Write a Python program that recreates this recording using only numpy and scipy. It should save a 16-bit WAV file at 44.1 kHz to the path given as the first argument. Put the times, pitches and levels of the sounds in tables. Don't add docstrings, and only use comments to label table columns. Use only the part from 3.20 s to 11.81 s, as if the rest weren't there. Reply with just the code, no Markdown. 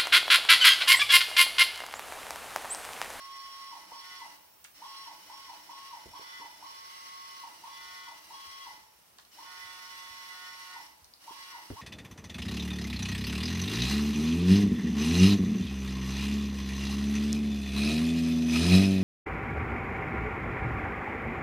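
import sys
import numpy as np
from scipy import signal
from scipy.fft import irfft, next_fast_len
from scipy.io import wavfile
from scipy.ndimage import uniform_filter1d

SR = 44100
rng = np.random.default_rng(int(sys.argv[2]) if len(sys.argv) > 2 else 0)


def master(y):
    cut = np.clip(np.atleast_2d(y).T, -1, 1)
    pcm = np.round(cut * 32767)
    wavfile.write(sys.argv[1], SR, pcm.astype(np.int16))


N = 379701
T = np.arange(N) / SR
STEP_HZ, TICK_HZ = 1093.8, 2009.5
SPEED_UP_HZ_PER_S, BRAKE_HZ_PER_S = 11500, 6300
TOP_HZ = 15800


def undb(db):
    return np.exp(np.asarray(db) * (np.log(10) / 20))


def unit(x):
    return x / np.sqrt(np.mean(x ** 2))


def curves(table):
    times, *columns = np.transpose(table)
    return [np.interp(T, times, column) for column in columns]


def colour(points, hz):
    point_hz, db = np.transpose(points)
    return undb(np.interp(np.log(hz + 1), np.log(point_hz), db))


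def walk(rate_hz):
    knots = rng.standard_normal(int(N / SR * rate_hz) + 3)
    return 1.15 * np.interp(T * rate_hz, np.arange(len(knots)), knots)


def fade(t, t60):
    return np.exp(-np.log(1000) * t / t60)


def slew(x, t60):
    pole = fade(1 / SR, t60)
    return signal.lfilter([1 - pole], [1, -pole], x, zi=[pole * x[0]])[0]


def cue_envelope(cues, t60):
    return slew(sum(undb(db) * ((T >= start) & (T < end)) for start, end, db in cues), t60)


def bandpass(x, edges_hz, order=2):
    return signal.sosfilt(signal.butter(order, edges_hz, "band", fs=SR, output="sos"), x)


def ring(x, response):
    return signal.fftconvolve(np.atleast_2d(np.float32(x)), np.float32(response), axes=1)[:, :N]


def noise(points, alike_hz, ripple_db=0, ripple_hz=70):
    size = next_fast_len(N, True)
    hz = np.arange(size // 2 + 1) * SR / size
    mid, side = rng.standard_normal((2, 2 * len(hz))).view(complex) * colour(points, hz)
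    knots = rng.standard_normal(1000)
    ripple = undb(ripple_db * np.interp(hz / ripple_hz, np.arange(len(knots)), knots))
    alike = .65 / (1 + (hz / alike_hz) ** 2)
    mid, side = ripple * mid * np.sqrt(1 + alike), ripple * side * np.sqrt(1 - alike)
    return unit(irfft(np.array([mid + side, mid - side], np.complex64), size)[:, :N])


# (frequency [Hz], relative level [dB])
AIR_EQ = [(20, -29), (65, -2.5), (100, -9), (150, -9), (300, -10), (550, -8.5), (950, -5), (1500, -10.5),
          (3000, -12), (5500, -14.5), (8000, -19.5), (12500, -15), (15300, -15)]
def room_tone(level_db=-62.5):
    return undb(level_db) * noise(AIR_EQ, alike_hz=240)


def garage_reverb(x, t60=0.29, attack_s=0.0066):
    tail = rng.standard_normal((2, SR)) * fade(T[:SR], t60) * np.minimum(T[:SR] / attack_s, 1)
    return ring(x, tail / np.sqrt(np.sum(tail ** 2) / 2))


def knocks(hits, attack_s, thud):
    out, t = np.zeros((2, N + SR)), T[:SR // 5]
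    for time, db, hz, t60, width in hits:
        strike = rng.standard_normal((2, len(t))) * fade(t, t60) * (1 - np.exp(-t / attack_s))
        mid, side = unit(bandpass(strike, [hz / (1 + width), min(hz * (1 + width), SR * .45)]))
        swing = unit(np.sin(2 * np.pi * hz * t) * np.exp(-1.5 * hz * t))
        spread = min(.5 + hz / 3000, 1) * np.array([[1], [-1]])
        burst = mid - thud * swing + spread * side
        rms = np.sqrt(np.sum(burst ** 2) / 2 / (SR * t60 / 3))
        start = int(time * SR)
        out[:, start:start + len(t)] += undb(db) * burst / rms
    return out[:, :N]


# (time [s], relative level [dB], centre [Hz], t60 [s], bandwidth [ratio])
HAND_BUMPS = [(.72, -49, 610, 0.024, 0.36), (2.858, -53, 70, 0.2, 0.54), (2.859, -50, 350, 0.13, 0.54),
              (2.995, -51.5, 450, 0.14, 0.49), (3.2, -56, 370.6, 0.11, .44), (3.245, -59, 494, 0.088, .44),
              (5.27, -63.5, 79.7, 0.15, 0.41), (6.44, -62, 89.4, 0.069, 0.48), (6.9, -60, 64, 0.13, 0.36),
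              (7.82, -62.5, 73.6, 0.37, 0.38), (8.108, -50.5, 355, 0.042, .6),
              (8.503, -33, 335, 0.043, 0.38), (8.503, -36, 97.9, 0.1, 0.64), (8.522, -43, 405, 0.05, 0.13)]
def hand_bumps(trim_db=-6.5):
    return undb(trim_db) * knocks(HAND_BUMPS, attack_s=0.0031, thud=0.91)


# (time [s], relative level [dB], centre [Hz], t60 [s], bandwidth [ratio])
SHARP_CLICKS = [(1.442, -48.5, 6500, 0.039, 0.56), (1.447, -48.5, 1900, 0.045, 0.73),
                (5.985, -48, 3900, 0.015, 0.53), (5.987, -55, 1180, 0.052, 0.46),
                (5.998, -54, 4230, 0.017, .25), (6.05, -55, 3490, 0.017, .4),
                (7.844, -53, 4830, .025, 0.28), (7.845, -57, 9200, .015, .06),
                (7.937, -47, 4520, 0.016, 0.13), (8.503, -46, 1180, 0.011, .49)]
def sharp_clicks(trim_db=-3, reverb_db=-4):
    clicks = undb(trim_db) * knocks(SHARP_CLICKS, attack_s=0.000064, thud=0)
    return clicks + undb(reverb_db) * garage_reverb(clicks)


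# (start [s], end [s], level [dB])
SIZZLE_CUES = [(1.08, 1.58, -64), (1.92, 2.1, -67), (2.32, 2.48, -67), (4.28, 4.42, -70),
               (4.92, 5.101, -71)]
def top_sizzle(low_hz=14200):
    hiss = unit(bandpass(rng.standard_normal((2, N)), [low_hz, TOP_HZ], order=3))
    return cue_envelope(SIZZLE_CUES, t60=0.1) * hiss


def belt_rub(start_s=3.55, peak_s=3.75, end_s=4.4, peak_db=-61, hz=2143, half_width_hz=70):
    squeak = unit(bandpass(rng.standard_normal((2, N)), [hz - half_width_hz, hz + half_width_hz]))
    return undb(peak_db) * np.interp(T, [start_s, peak_s, end_s], [0, 1, 0]) * squeak


def morph(make, rate_hz):
    angle = np.pi / 2 * walk(rate_hz)
    return np.cos(angle) * make() + np.sin(angle) * make()


def step_rasp(eq, orders=14):
    hz = np.abs(np.arange(-orders, orders)[:, None] * STEP_HZ + np.arange(1, orders // 2) * TICK_HZ)
    hz = hz[(hz > 1500) & (hz < 11000)]
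    phases = np.exp(2j * np.pi * rng.random((2, len(hz))))
    spectrum = np.zeros((2, SR + 1), complex)
    spectrum[:, np.round(2 * hz).astype(int)] = colour(eq, hz) * phases
    return unit(irfft(spectrum))[:, np.arange(N) % (2 * SR)]


# (frequency [Hz], relative level [dB])
SLIDE_EQ = [(80, -28), (300, -11.5), (650, -11.5), (900, -4), (1100, -2), (1600, -6), (1980, 1), (2300, -5),
            (3000, 1), (3600, -3.5), (4100, 0.5), (5200, -1), (5480, 3.5), (5750, -2.5), (6150, -1.5),
            (6700, -10.5), (9200, -8), (12500, -13.5), (15300, -10.5)]
def carriage_hiss(rate, cruise, moving, rasp_db=-10, throb_depth=0.066, grain_db=1, split_hz=6700):
    speed = slew(rate / STEP_HZ, t60=0.33) ** 2
    sliding = np.maximum(slew(moving, t60=0.068), slew(moving, t60=0.65))
    run_db = per_run("hiss")

    def fader(rest_db, creep_db, full_db):
        travel = sliding * undb(creep_db + speed * (full_db + run_db - creep_db))
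        return np.hypot(undb(rest_db), travel)

    throb = 1 + throb_depth * cruise * np.sin(2 * np.pi * (2 * STEP_HZ - TICK_HZ) * T)
    hiss = morph(lambda: noise(SLIDE_EQ, alike_hz=340, ripple_db=3.5), rate_hz=2.5)
    hiss *= throb * undb(grain_db * walk(90))
    hiss += undb(rasp_db) * cruise * morph(lambda: step_rasp(SLIDE_EQ), rate_hz=3)
    low = signal.sosfiltfilt(signal.butter(4, split_hz, fs=SR, output="sos"), hiss)
    return fader(-71, -55, -50) * low + fader(-60, -53.5, -51) * (hiss - low)


def partial(hz, jitter, lag_rad, pan_db=0):
    phase = np.float32(2 * np.pi * ((hz * T + rng.uniform()) % 1) + hz / TICK_HZ * jitter)
    half, left = np.float32(lag_rad / 2), np.float32(undb(pan_db))
    return np.array([left * np.sin(phase - half), np.sin(phase + half)]) / np.sqrt((1 + left ** 2) / 2)


def diffuse_partial(steps, ticks, jitter, lag_rad, sway, standing_hz=3800):
    hz = steps * STEP_HZ + ticks * TICK_HZ
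    standing_rad = min(hz / standing_hz, 1) * (sway + rng.uniform(-np.pi, np.pi))
    return partial(hz, jitter, lag_rad + standing_rad)


# (start [s], end [s], chord level [dB])
BUZZ_CUES = [(0.81, 0.957, -58.5), (3.03, 3.177, -58), (4.57, 4.879, -58), (6.245, 6.386, -53.5),
             (6.403, 6.664, -57), (6.67, 7.07, -64), (7.087, 7.298, -53), (7.31, 7.455, -62.5),
             (7.457, 7.558, -53.5), (8.227, 8.361, -59)]
BUZZ_CHORD = [(-3, 2), (5, -2), (-2, 2), (3, -1)]
BUZZ_MIX = [-15.5, -2, -5, -10]
def motor_buzz(jitter, lag_rad, grain_db=0.5):
    chord = sum(undb(db) * partial(steps * STEP_HZ + ticks * TICK_HZ, jitter, lag_rad)
                for (steps, ticks), db in zip(BUZZ_CHORD, BUZZ_MIX))
    return cue_envelope(BUZZ_CUES, t60=0.28) * chord * undb(grain_db * walk(70))


# (time [s], relative level [dB])
TICK_PULSE = [(3.4, -7), (3.6, -10), (4.2, -6), (4.5, -18), (5.6, -16), (6.3, -11), (7.6, -8), (8.1, -14)]
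TICK_CHORD = [(-4, 3), (2, 0), (4, -1), (-1, 2), (0, 2), (4, 0), (6, -1)]
TICK_MIX = [-16, -18.5, -15, -14, -17, -17, -14.5]
def tick_tone(cruise, moving, jitter, sway, bearing, idle_db=-69, beat_hz=10.3, delay_s=0.048):
    step_lag, tick_lag, _, _, pan_db = bearing
    swell = slew(cruise * undb(per_run("tick")) + (1 - cruise) * moving * undb(idle_db), t60=0.44)
    tick = partial(TICK_HZ, jitter, tick_lag, pan_db)
    twin = undb(curves(TICK_PULSE)[0]) * partial(TICK_HZ - beat_hz, jitter, 0)
    late_swell = np.interp(T - delay_s, T, swell) * undb(2.3 * walk(35))
    chord = sum(undb(db) * diffuse_partial(steps, ticks, jitter, step_lag, sway)
                for (steps, ticks), db in zip(TICK_CHORD, TICK_MIX))
    shrill_gain = undb(-9 + 3 * walk(11))
    shrill = shrill_gain * partial(5 * STEP_HZ - TICK_HZ, jitter, step_lag - 2.2, pan_db=-4)
    return late_swell * (tick + twin) + swell * (chord + shrill)


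def step_tone(cruise, jitter, sway, bearing, beat_hz=13, twin_db=-20, waver_db=3, release_t60=0.62):
    step_lag, _, third_lag, fifth_lag, _ = bearing
    step = partial(STEP_HZ, jitter, step_lag, per_run("pan"))
    twin = undb(twin_db) * partial(STEP_HZ - beat_hz, jitter, 0)
    third = partial(3 * STEP_HZ, jitter, third_lag)
    fifth = partial(5 * STEP_HZ, jitter, fifth_lag)
    shimmer = sum(diffuse_partial(steps, ticks, jitter, step_lag, sway) * undb(db + 2 * walk(9))
                  for steps, ticks, db in [(2, 1, -5), (6, -1, -7)])
    tones = undb(per_run("step") + walk(12)) * (step + twin)
    tones += undb(per_run("difference")) * partial(TICK_HZ - STEP_HZ, jitter, 0, pan_db=-6)
    tones += undb(per_run("third") + waver_db * walk(40)) * third
    tones += undb(per_run("fifth") + waver_db * walk(40)) * (fifth + shimmer)
    return np.maximum(cruise, slew(cruise, release_t60)) * tones


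# (time [s], step lag [rad], tick lag [rad],
# third harmonic lag [rad], fifth harmonic lag [rad], tick left minus right [dB])
STEREO_IMAGE = [(.8, 0.39, 1.6, -2, -2, 4), (2.6, .1, 2.4, -2.5, -1.7, 11), (3.1, 2.9, 2.3, -2, -1.5, 3),
                (3.8, 2.46, 0.34, -4, -2.5, 7), (4.7, 1.85, 1.27, -1, -7, 5),
                (5.3, 1.65, 1.7, -1.4, -3.5, 12), (6.3, 1.28, 3, -2, -3, -8), (8.1, 0.21, 2.6, 4, -8.5, 3)]
def motor_whine(cruise, moving, jitter_rad=0.24, sway_rad=0.85):
    bearing = curves(STEREO_IMAGE)
    jitter, sway = jitter_rad * walk(30), sway_rad * walk(2.27)
    steps = step_tone(cruise, jitter, sway, bearing)
    ticks = tick_tone(cruise, moving, jitter, sway, bearing)
    buzz = motor_buzz(jitter, lag_rad=bearing[0] / 2)
    return np.sqrt(2) * (steps + ticks + buzz)


# (left delay [s], right delay [s], relative level [dB])
SLAPS = [(.0152, .0154, -2.5), (0.0382, .0382, -3)]
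def reflections(x, scatter_db=-0.5, scatter_t60=0.58, predelay_s=0.006, reverb_db=-7):
    t = T[:SR // 2]
    slaps = sum(undb(db) * np.array([np.interp(T - delay, T, x) for delay in delays])
                for *delays, db in SLAPS)
    scatter = rng.standard_normal((2, len(t))) * fade(t, scatter_t60) * (t > predelay_s)
    scattered = ring(x, scatter / np.sqrt(np.sum(scatter ** 2) / 2))
    return slaps + undb(scatter_db) * scattered + undb(reverb_db) * garage_reverb(x)


# (frequency [Hz], relative level [dB], t60 [s])
FRAME_MODES = [(193.4, -15, 0.26), (304, -9.5, 0.4), (320, -2, 0.13), (385, -13.5, 0.21), (598, -13, 0.48),
               (621, -12.5, 0.77), (686, -7, 0.83), (675, -12.5, 0.97), (845, 1.5, 0.44), (865, 3, 1),
               (927, 7, 0.55), (974, 1, 0.93), (1070, -17, 0.41)]
def frame_ring(drive, spread_s=0.00065, attack_s=0.02):
    t = T[:SR // 2]
    lags = spread_s * rng.uniform(-0.42, 0.6, (len(FRAME_MODES), 2, 1))
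    modes = sum(undb(db) * fade(t, t60) * np.sin(2 * np.pi * hz * (t - lag))
                for (hz, db, t60), lag in zip(FRAME_MODES, lags))
    return ring(drive, modes * np.minimum(t / attack_s, 1) * 2 * np.sqrt(BRAKE_HZ_PER_S) / SR)


# (frequency [Hz], gain [dB])
MOUNT_EQ = [(400, -42), (680, -20.5), (820, -16), (878, -9.5), (905, 1.5), (945, 2.5), (1020, -5.5),
            (1094, -0.5), (1135, -7), (1300, -10)]
def motor_sweeps(rate, push, trim_db=-45.5, frame_db=-12, growl_rad=0.35, growl_db=2):
    cycles = np.cumsum(rate) / SR
    phase = 2 * np.pi * cycles + growl_rad * walk(250)
    drive = push * np.sin(phase)
    third = undb(-23) * colour(MOUNT_EQ, 3 * rate) * push * np.sin(3 * phase)
    chirp = colour(MOUNT_EQ, rate) * drive + third
    for order, db in [(1, -16), (2, -17)]:
        difference = push * rate / STEP_HZ * np.sin(2 * np.pi * TICK_HZ * T - order * phase)
        chirp += undb(db) * colour(MOUNT_EQ, np.abs(TICK_HZ - order * rate)) * difference
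    chirp *= undb(growl_db * walk(180))
    slow_motors = undb(-3) * push * sum(np.sin(2 * np.pi * ratio * cycles) for ratio in (.64, .3))
    frame = undb(frame_db) * frame_ring(drive + slow_motors)
    return undb(trim_db) * (chirp + frame + reflections(chirp))


# (start [s], end [s])
TRAVEL_CUES = [(-.3, 1.12), (1.54, 5.55), (6.11, 7.66), (8.0, 8.9)]
# (top speed reached [s], braking starts [s], sweep [dB],
# hiss [dB], step tone [dB], step left minus right [dB], difference tone [dB], tick tone [dB],
# third harmonic [dB], fifth harmonic [dB])
RUN_CUES = [(-.3, 0.506, 2.5, -2, -47.5, -2.5, -67, -62.5, -62, -56.5),
            (.735, 0.996, 1.5, -1, -53.5, -5, -61.5, -54.5, -63.5, -57.5),
            (1.638, 1.851, 1.5, -1, -50.5, 2, -64.5, -62, -60, -57.5),
            (2.118, 2.272, 2, -1.5, -54.5, -2, -67, -65, -63, -60),
            (2.511, 2.711, 1.5, -1.5, -51.5, 5.5, -69, -62, -64, -59.5),
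            (2.954, 3.197, 2, -1.5, -51.5, -2.5, -65, -53, -60.5, -63.5),
            (3.441, 4.215, 1, -1, -50.5, 0, -66.5, -61.5, -67, -60.5),
            (4.456, 4.858, 0.5, -0.5, -51.5, 0, -61.5, -51.5, -64, -71),
            (5.125, 5.446, 0.5, -1, -51, 5, -70, -56.5, -59, -60),
            (6.204, 7.539, 0, 0.67, -54.5, -5.5, -59.5, -53, -89, -65.5),
            (8.095, 8.325, 1.5, -0.5, -55.5, -12, -65, -52, -66, -64.5),
            (8.585, 8.9, 1.5, 0.5, -48.5, 3, -50, -64, -76, -68)]
def motion(rise_db=0.5, fall_db=-1.64, crossfade_s=0.024):
    rate, push, cruise = np.zeros((3, N))
    for start, stop, db, *_ in RUN_CUES:
        below_top_hz = np.maximum(SPEED_UP_HZ_PER_S * (start - T), BRAKE_HZ_PER_S * (T - stop))
        hz = np.clip(STEP_HZ - below_top_hz, 0, STEP_HZ)
        strength = undb(db + np.where(T < (start + stop) / 2, rise_db, fall_db))
        push = np.where(hz > rate, strength, push)
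        rate = np.maximum(rate, hz)
        cruise += (T >= start) & (T <= stop)
    cruise = uniform_filter1d(cruise, int(crossfade_s * SR))
    push *= (1 - cruise) * np.minimum(rate / 200, 1)
    moving = sum(1. * ((T >= start) & (T <= stop)) for start, stop in TRAVEL_CUES)
    return rate, push, cruise, moving


def per_run(fader):
    column = 3 + ["hiss", "step", "pan", "difference", "tick", "third", "fifth"].index(fader)
    return curves([(time, run[column]) for run in RUN_CUES for time in run[:2]])[0]


def scene():
    rate, push, cruise, moving = motion()
    background = sharp_clicks() + hand_bumps() + room_tone()
    motors = motor_sweeps(rate, push) + motor_whine(cruise, moving)
    return background + motors + carriage_hiss(rate, cruise, moving) + belt_rub() + top_sizzle()


def record(dry, balance_db=-1, low_cut_hz=43):
    sides = undb(np.array([[balance_db], [-balance_db]]) / 2)
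    thin = signal.sosfilt(signal.butter(2, low_cut_hz, "high", fs=SR, output="sos"), dry * sides)
    return signal.sosfilt(signal.ellip(10, .2, 70, TOP_HZ, fs=SR, output="sos"), thin)


dry = scene()
out = record(dry)
master(out)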